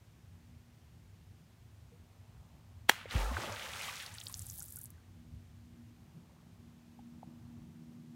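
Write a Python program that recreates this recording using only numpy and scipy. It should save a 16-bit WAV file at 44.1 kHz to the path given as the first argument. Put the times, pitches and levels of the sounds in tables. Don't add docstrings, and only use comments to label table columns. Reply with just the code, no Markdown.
import sys
import numpy as np
from scipy import signal
from scipy.fft import rfft, irfft
from scipy.io import wavfile

SR = 44100
rng = np.random.default_rng(int(sys.argv[2]) if len(sys.argv) > 2 else 0)


def store_pcm(level_fs):
    pcm = np.round(np.clip(level_fs, -1, 1) * 32767).astype(np.int16)
    wavfile.write(sys.argv[1], SR, np.atleast_2d(pcm).T)


N = 359415

SLAP_S = 2.8954
# (Hz, width Hz, dB)
SLAP_RING = [(270, 190, -9), (390, 150, -5), (490.7, 84, -6.5), (828, 250, -1.5), (1070, 240, -9.5), (1600, 500, -0.35), (2037, 320, -8), (2865, 200, -6),
             (3257, 270, -8.5), (3860, 500, -10), (4500, 260, -12), (5824, 320, -9), (8300, 2500, -22), (12100, 4000, -31.5)]
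# (Hz, t60 s)
BANK_COLOUR = [(150, -10), (400, -9), (800, -2), (2100, 1.5), (3500, 0), (5500, -7), (15000, -12.5)]
BANK_T60 = [(300, 1), (2000, 0.98), (5000, 0.58), (14000, 0.36)]
# (Hz, dB per Hz)
SPLASH_COLOUR = [(88, -37), (150, -3), (225, -1), (258, -24), (530, -6), (668, -9), (877, -0.5), (1000, -7.5),
                 (1240, 2), (1510, -3), (2060, 1), (3220, -0.5), (4840, -6), (6230, -6), (15500, -14)]
# (s, peak dB, pitch Hz)
DROPS = [(3.11, -32.5, 3740), (3.369, -24.5, 1510), (3.3716, -33, 1200), (3.813, -29.5, 2660), (3.882, -36, 3060),
         (3.8975, -32, 2330), (4.0635, -32.5, 4700), (4.1416, -37.5, 8100), (4.1844, -32.5, 4320), (4.2026, -36, 6650), (4.2139, -34.5, 3450),
         (4.2358, -40, 8300), (4.2692, -28.5, 4440), (4.2842, -32.5, 8860), (4.3418, -38, 3500), (4.3425, -26, 6010), (4.394, -28, 8500),
         (4.4219, -34, 7700), (4.4671, -32.5, 9340), (4.5001, -30, 6800), (4.5954, -29.5, 11700), (4.605, -33, 6840),
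         (4.6239, -30, 9200), (4.63, -32, 11040), (4.6534, -37, 13100), (4.7042, -37, 11800), (4.7246, -33, 10760), (4.7598, -29.5, 12100),
         (4.7696, -33.5, 9140), (4.7875, -33, 12700), (4.7908, -33, 12700), (4.8155, -33, 10500), (4.8339, -35, 12000), (4.8405, -31, 11700), (4.8572, -34.5, 9070),
         (4.9047, -39.5, 12200)]
# (s, peak dB, pitch Hz, t60 s)
PLOPS = [(1.923, -61, 462, 0.15), (3.0583, -38.5, 514, 0.011), (3.317, -38.5, 245, 0.047), (3.380, -32, 810, 0.016),
         (3.387, -42, 365, 0.043), (3.487, -47, 218, 0.071), (3.646, -47.5, 514, 0.064), (3.886, -37.5, 1150, 0.037),
         (4.095, -52.5, 828, 0.1), (4.175, -55, 1400, 0.047), (4.260, -59, 536, 0.065), (4.298, -49.5, 1052, 0.043),
         (4.588, -59.5, 794, 0.12), (4.615, -54.5, 1410, .04), (4.774, -55, 1444, 0.043),
         (6.9922, -50.5, 805, 0.039), (7.2318, -39.5, 786, 0.01)]
AIR, AIR_DB = [(210, -30.5), (350, -3.5), (521, -8.5), (729, -8), (777, -8.5), (882, -10), (1420, -12.5), (1570, -11.5),
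               (2740, -13.5), (4930, -17.5), (6270, -18), (9640, -22), (10400, -24), (15100, -23), (15800, -30.5)], -70
# (Hz, dB per Hz)
RUMBLE = [(30, -20.5), (52, -11.5), (75, -4.5), (98, -1.5), (135, -7), (168, -5), (205, -12), (260, -16.5), (340, -21), (430, -29)]
# (s, level dB)
ENGINE = [(0, -79), (0.65, -66.5), (0.85, -79.5), (2.25, -73.5), (5.03, -73), (5.2, -59), (5.4, -64.5), (5.52, -75.5), (5.66, -62.5),
          (5.95, -60.5), (6.12, -75), (6.68, -65), (7.05, -57), (8.15, -55.5)]
ENGINE_ORDERS, FIRING_HZ = [(2, -11), (3, 0), (4, -15.5)], 78.95
EDGE_HZ = 15950
TIME = np.arange(N) / SR
# (Hz, dB per Hz)
TEAR = [(100, -31), (300, -7), (900, -2.5), (1800, -2), (3300, 1), (5000, -12), (9000, -13.5), (15500, -19)]
POCKET_S, POCKET_LIFE_S, POCKET_HZ = 3.151, .25, 43.1
# (peak s, rise s, decay s, sheets dB, coarse spray dB, fine spray dB)
SPLASHES = [(3.135, 0.032, 0.11, -50.5, -43.5, -52), (3.21, 0.06, 0.15, -43, -50.5, -51.5), (3.42, 0.098, 0.27, -48.5, -46, -53),
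            (3.66, 0.13, 0.29, -56, -49, -55), (3.885, 0.19, .1, -57, -46.5, -50), (4.02, 0.096, 0.077, -74, -50, -54)]
# (peak s, rise s, decay s, level dB)
SHOVES = [(3.158, .022, 0.072, -46), (3.44, 0.062, .1, -52)]
# (peak s, rise s, decay s, level dB)
STROKES = [(2.5, .5, 0.43, -74.5), (6.35, .3, .35, -75.5), (7.42, .35, .5, -74)]
DRIP_HZ, DRIP_OCTAVES_PER_S, DRIP_TOP_HZ = 9800, 0.83, 11550
# (s, deep part dB, upper part dB)
RUMBLE_LEVEL = [(0, -56.5, -65.5), (1.6, -58, -69), (2.6, -56.5, -67), (4.05, -59, -66), (4.5, -51, -64.5), (4.949, -57, -66),
                (5.3, -52.5, -63.5), (5.65, -61, -65.5), (6.2, -61.5, -60.5), (6.95, -65, -62), (7.55, -59.5, -58), (8.15, -71, -58.5)]
LATE_FROM_S, MIST_THINS_S, LATE_TO_S = 4.24, 4.575, 4.86
FLUTTER_HZ = 11


def amp(db):
    return 10 ** (np.asarray(db) / 20)


def unit(x):
    return x / np.sqrt(np.mean(x ** 2) + 1e-20)


def read(points, hz):
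    f, value = np.transpose(points)
    return np.interp(np.log(hz + 1), np.log(f + 1), value)


def add(mix, s, sound):
    part = mix[round(s * SR):][:len(sound)]
    part += sound[:len(part)]


def colour(x, points):
    return irfft(rfft(x) * amp(read(points, np.fft.rfftfreq(len(x), 1 / SR))), len(x))


def band(x, lo_hz, hi_hz, order=3):
    return unit(signal.sosfilt(signal.butter(order, [lo_hz, min(hi_hz, SR / 2 - 1)], "band", fs=SR, output="sos"), x))


def drift(rate):
    return unit(irfft(rfft(rng.standard_normal(N)) * np.exp(-(np.fft.rfftfreq(N, 1 / SR) / rate) ** 2), N))




def slap(blow_db=7, tear_db=-17, rise_s=.0022, fall_s=0.0036, lead_s=.0004, bass_hz=1400):
    hz = np.fft.rfftfreq(4096, 1 / SR)
    power = sum(amp(db) ** 2 / (1 + (1.9 * (hz - f) / w) ** 2) ** 2 for f, w, db in SLAP_RING)
    ring = causal(np.sqrt(power) * hz ** 4 / (hz ** 4 + 150 ** 4))
    delay_s = lead_s / (1 + (hz / bass_hz) ** 2)
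    blow = np.fft.fftshift(irfft(rfft(ring) * np.exp(-2j * np.pi * np.cumsum(delay_s) * hz[1])))
    since = TIME - SLAP_S
    burst = np.exp(-abs(since) / np.where(since < 0, rise_s, fall_s))
    out = amp(tear_db) * burst * unit(colour(rng.standard_normal(N), TEAR))
    add(out, SLAP_S - len(blow) / 2 / SR, amp(blow_db) * blow / np.linalg.norm(blow))
    return out


def pocket(level_db=-31.0, fade_db=-9, thump_db=-21, thump_s=.011, opening_hz=105, opening_s=0.0097, shrink=0.66, attack_s=0.0031, release_s=.008):
    age = np.maximum(TIME - POCKET_S, 0)
    closing = np.minimum(age / POCKET_LIFE_S, 1) ** 2
    hz = POCKET_HZ / (1 - min(shrink, .9) * closing) + opening_hz * np.exp(-age / opening_s)
    throb = amp(level_db + fade_db * closing) + amp(thump_db) * np.exp(-age / thump_s)
    gate = held(POCKET_S + 2 * attack_s, POCKET_S + POCKET_LIFE_S - release_s, attack_s, release_s)
    return -throb * gate * np.sin(2 * np.pi * np.cumsum(hz * (age > 0)) / SR)


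def impact(hz, cycles=2.3, glide=.12, cut=0.99):
    age = np.arange(-256, 256) / SR * hz
    swell = np.exp(np.where(age < 0, 1 - np.sqrt(1 + 2 * (age / cycles) ** 2), -(age / (cycles * cut)) ** 2))
    turns = np.cumsum(hz * (1 + .6 * np.tanh(glide * age / .6))) / SR
    return swell * np.sin(2 * np.pi * turns)


def shower(per_s, lo_hz, hi_hz, spread_db, count=24):
    out = np.zeros(N)
    for hz in np.geomspace(lo_hz, hi_hz, count):
        chance, size = rng.random((2, N))
        hits = (chance < per_s / count / SR) * amp(spread_db * np.minimum(-np.log(1 - size), 4))
        out += signal.oaconvolve(hits, impact(hz) * hz ** 0.55, "same")
    return unit(out)


def splash(sheet_db=-1, coarse_db=-1, fine_db=0, wash=0.76, patch_db=1.35, late_db=-64, late_rise_s=0.36, late_decay_s=0.18):
    grains = shower(per_s=5000, lo_hz=341.5, hi_hz=13930, spread_db=1.0)
    water = colour(grains + wash * rng.standard_normal(N), SPLASH_COLOUR)
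    sheets, coarse, fine = swells(SPLASHES)
    out = amp(sheet_db + patch_db * drift(30)) * sheets * band(water, 193, 1060)
    out += amp(coarse_db + patch_db * drift(25)) * coarse * band(water, 1490, 3800)
    late = amp(late_db) * held(LATE_FROM_S, MIST_THINS_S, late_rise_s, late_decay_s)
    return out + np.hypot(amp(fine_db) * fine, late) * band(water, 4630, 20000)


def mist(level_db=-54, fizz_db=-67.0, stray_db=-69, rise_s=0.32, decay_s=0.21, end_s=0.027, clump_db=2.2):
    droplets = shower(per_s=1700, lo_hz=8920, hi_hz=15530, spread_db=5.5, count=12)
    fizz = band(rng.standard_normal(N), 13400, 17000)
    strays = shower(per_s=160, lo_hz=4960, hi_hz=9000, spread_db=-3.0, count=8)
    fall = swell(MIST_THINS_S, rise_s, decay_s) * held(LATE_FROM_S, LATE_TO_S, rise_s, end_s) * amp(clump_db * drift(25))
    return fall * (amp(level_db) * droplets + amp(fizz_db) * fizz + amp(stray_db) * strays)


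def drops(level_db=-1, cycles_at_khz=0.98, growth=0.463, bend=0.262, satellite_db=-11, lag_s=0.002):
    out, rows = np.zeros(N), list(DROPS) + drips()
    for (s, db, hz), (steep, lag, size) in zip(rows, rng.uniform(.5, 1.5, (len(rows), 3))):
        cycles = cycles_at_khz * (hz / 1000) ** growth
        glide = bend * steep / cycles
        tick = impact(hz, cycles=cycles, glide=glide, cut=1.0)
        start = s - len(tick) / 2 / SR
        add(out, start, amp(db + level_db) * tick)
        add(out, start + lag_s * lag, amp(db + satellite_db) * impact(hz * np.sqrt(size), cycles=cycles, glide=glide))
    return out


def plops(rise=0.78, onset_cycles=1.0):
    out, t = np.zeros(N), np.arange(-SR // 50, SR // 4) / SR
    for s, db, hz, t60 in PLOPS:
        swell = np.exp(np.where(t < 0, -(t * hz / onset_cycles) ** 2, -np.log(1000) * t / t60))
        add(out, s + t[0], amp(db) * swell * np.sin(2 * np.pi * hz * (t + rise * t ** 2)))
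    return out


def reeds(x, wet_db=-13, decay_s=0.011):
    t = np.arange(SR // 10) / SR
    scatter = rng.standard_normal(len(t)) * np.exp(-t / decay_s)
    return x + amp(wet_db) * signal.oaconvolve(x, scatter / np.linalg.norm(scatter))[:N]


def banks(level_db=-45):
    hz, t, z = signal.stft(unit(colour(rng.standard_normal(SR), BANK_COLOUR)), SR, nperseg=256)
    z = z * np.exp(-np.log(1000) * t / read(BANK_T60, hz)[:, None])
    out = np.zeros(N)
    add(out, SLAP_S, amp(level_db) * signal.istft(z, SR, nperseg=256)[1])
    return out


def background(air_db=-1.0, deep_db=-1.0, upper_db=0.5, swell_db=2.6, flutter_db=1.9):
    air = amp(AIR_DB + air_db) * unit(colour(rng.standard_normal(N), AIR))
    s, deep_curve, upper_curve = np.transpose(RUMBLE_LEVEL)
    deep = amp(deep_db + np.interp(TIME, s, deep_curve) + swell_db * drift(9))
    upper = amp(upper_db + np.interp(TIME, s, upper_curve) + flutter_db * drift(12))
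    low = band(colour(rng.standard_normal(N), RUMBLE), 40, 125, order=4)
    high = band(colour(rng.standard_normal(N), RUMBLE), 125, 420, order=4)
    return air + deep * low + upper * high


def engine(level_db=0.0, waver=.004, flutter_db=2.13):
    turns = np.cumsum(FIRING_HZ * (1 + waver * drift(7.4))) / SR
    hum = sum(amp(db + flutter_db * drift(FLUTTER_HZ)) * np.sin(2 * np.pi * k * turns) for k, db in ENGINE_ORDERS)
    return np.sqrt(2) * amp(level_db + np.interp(TIME, *np.transpose(ENGINE))) * hum


def causal(gain):
    log_gain = np.log(np.maximum(np.r_[gain, gain[-2:0:-1]], 1e-5))
    return np.fft.ifft(np.exp(np.conj(signal.hilbert(log_gain)))).real


def spray(level_db=-44, t60=.2, onset_s=.003, wash=0.95):
    age = np.maximum(TIME - SLAP_S + onset_s, 0)
    water = shower(per_s=3000, lo_hz=900, hi_hz=7200, spread_db=3.5, count=8) + wash * band(rng.standard_normal(N), 900, 17000, order=1)
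    return amp(level_db) * unit(water) * (1 - np.exp(-age / onset_s)) * np.exp(-np.log(1000) * age / t60)


def gurgle(level_db=-49.5):
    churn = amp(level_db) * held(from_s=3.2, to_s=3.43, rise_s=.07, decay_s=0.27)
    return churn * bubbles(per_s=220, lo_hz=490.4, hi_hz=2600, cycles=8.4, rise=0.0029, spread_db=3.0, count=30)


def wake(level_db=-1.5, ripple_db=-84):
    lapping = amp(level_db) * swells(STROKES)[0] + amp(ripple_db)
    return lapping * shower(per_s=700, lo_hz=545, hi_hz=1150, spread_db=2.5, count=10)


def spatter(level_db=-8):
    return amp(level_db) * swells(SPLASHES)[1] * shower(per_s=160, lo_hz=1180, hi_hz=6060, spread_db=4)


def heave(level_db=-1):
    return amp(level_db) * swells(SHOVES)[0] * band(rng.standard_normal(N), 142, 404)


def swell(peak_s, rise_s, decay_s):
    since = TIME - peak_s
    return np.exp(np.where(since < 0, -(since / rise_s) ** 2, -since / decay_s))


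def swells(rows):
    rows = np.array(rows)
    return np.sqrt(amp(rows[:, 3:].T) ** 2 @ np.array([swell(*row[:3]) ** 2 for row in rows]))


def held(from_s, to_s, rise_s, decay_s):
    return np.exp(-(np.maximum(from_s - TIME, 0) / rise_s) ** 2 - np.maximum(TIME - to_s, 0) / decay_s)


def drips(level_db=-39, spread_db=2, scatter_octaves=.2, from_s=4.0, crowding=0.85, count=22):
    place, size, pitch = rng.random((count, 3)).T
    s = from_s + (LATE_TO_S - from_s) * ((np.arange(count) + place) / count) ** crowding
    hz = np.minimum(DRIP_HZ * 2 ** (DRIP_OCTAVES_PER_S * (s - LATE_FROM_S)), DRIP_TOP_HZ)
    return list(zip(s, level_db + spread_db * (2 * size - 1), hz * 2 ** (scatter_octaves * (2 * pitch - 1))))


def splatter(level_db=-50, decay_s=.12):
    return amp(level_db) * swell(SLAP_S + .02, .01, decay_s) * shower(per_s=180, lo_hz=1300, hi_hz=2900, spread_db=1.0, count=8)


def shore(x, delay_s=.0215, echo_db=-26):
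    out = x.copy()
    add(out, delay_s, amp(echo_db) * x)
    return out


def bubbles(per_s, lo_hz, hi_hz, cycles, rise, spread_db, count):
    out, t = np.zeros(N), np.arange(SR // 10) / SR
    for hz in np.geomspace(lo_hz, hi_hz, count):
        chance, size = rng.random((2, N))
        hits = (chance < per_s / count / SR) * amp(spread_db * np.minimum(-np.log(1 - size), 3))
        age = hz * t
        bubble = np.sin(2 * np.pi * (age + rise * age ** 2 / 2)) * np.exp(-age / cycles) * (1 - np.exp(-age))
        out += signal.oaconvolve(hits, bubble * hz ** .5)[:N]
    return unit(out)


def trickle(level_db=-56, straggler_db=-80):
    falling = amp(level_db) * swell(peak_s=3.92, rise_s=0.18, decay_s=0.18)
    stragglers = amp(straggler_db) * held(from_s=4.6, to_s=5.0, rise_s=.2, decay_s=.17)
    return (falling + stragglers) * bubbles(per_s=65, lo_hz=723, hi_hz=2000, cycles=10, rise=.002, spread_db=2.0, count=12)


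def scene():
    tail = shore(slap()) + spray() + splatter()
    dive = pocket() + heave() + splash() + gurgle() + reeds(spatter() + drops() + mist() + plops())
    return (tail + dive + banks() + wake() + background() + engine() + trickle())[None]


def record(dry, low_cut_hz=37):
    hz = np.fft.rfftfreq(N, 1 / SR)
    thin = irfft(rfft(dry) / np.sqrt(1 + (low_cut_hz / (hz + 1)) ** 20), N)
    return signal.oaconvolve(thin, signal.firwin(511, EDGE_HZ, window=("kaiser", 9), fs=SR)[None], "same")


dry = scene()
out = record(dry)
store_pcm(out)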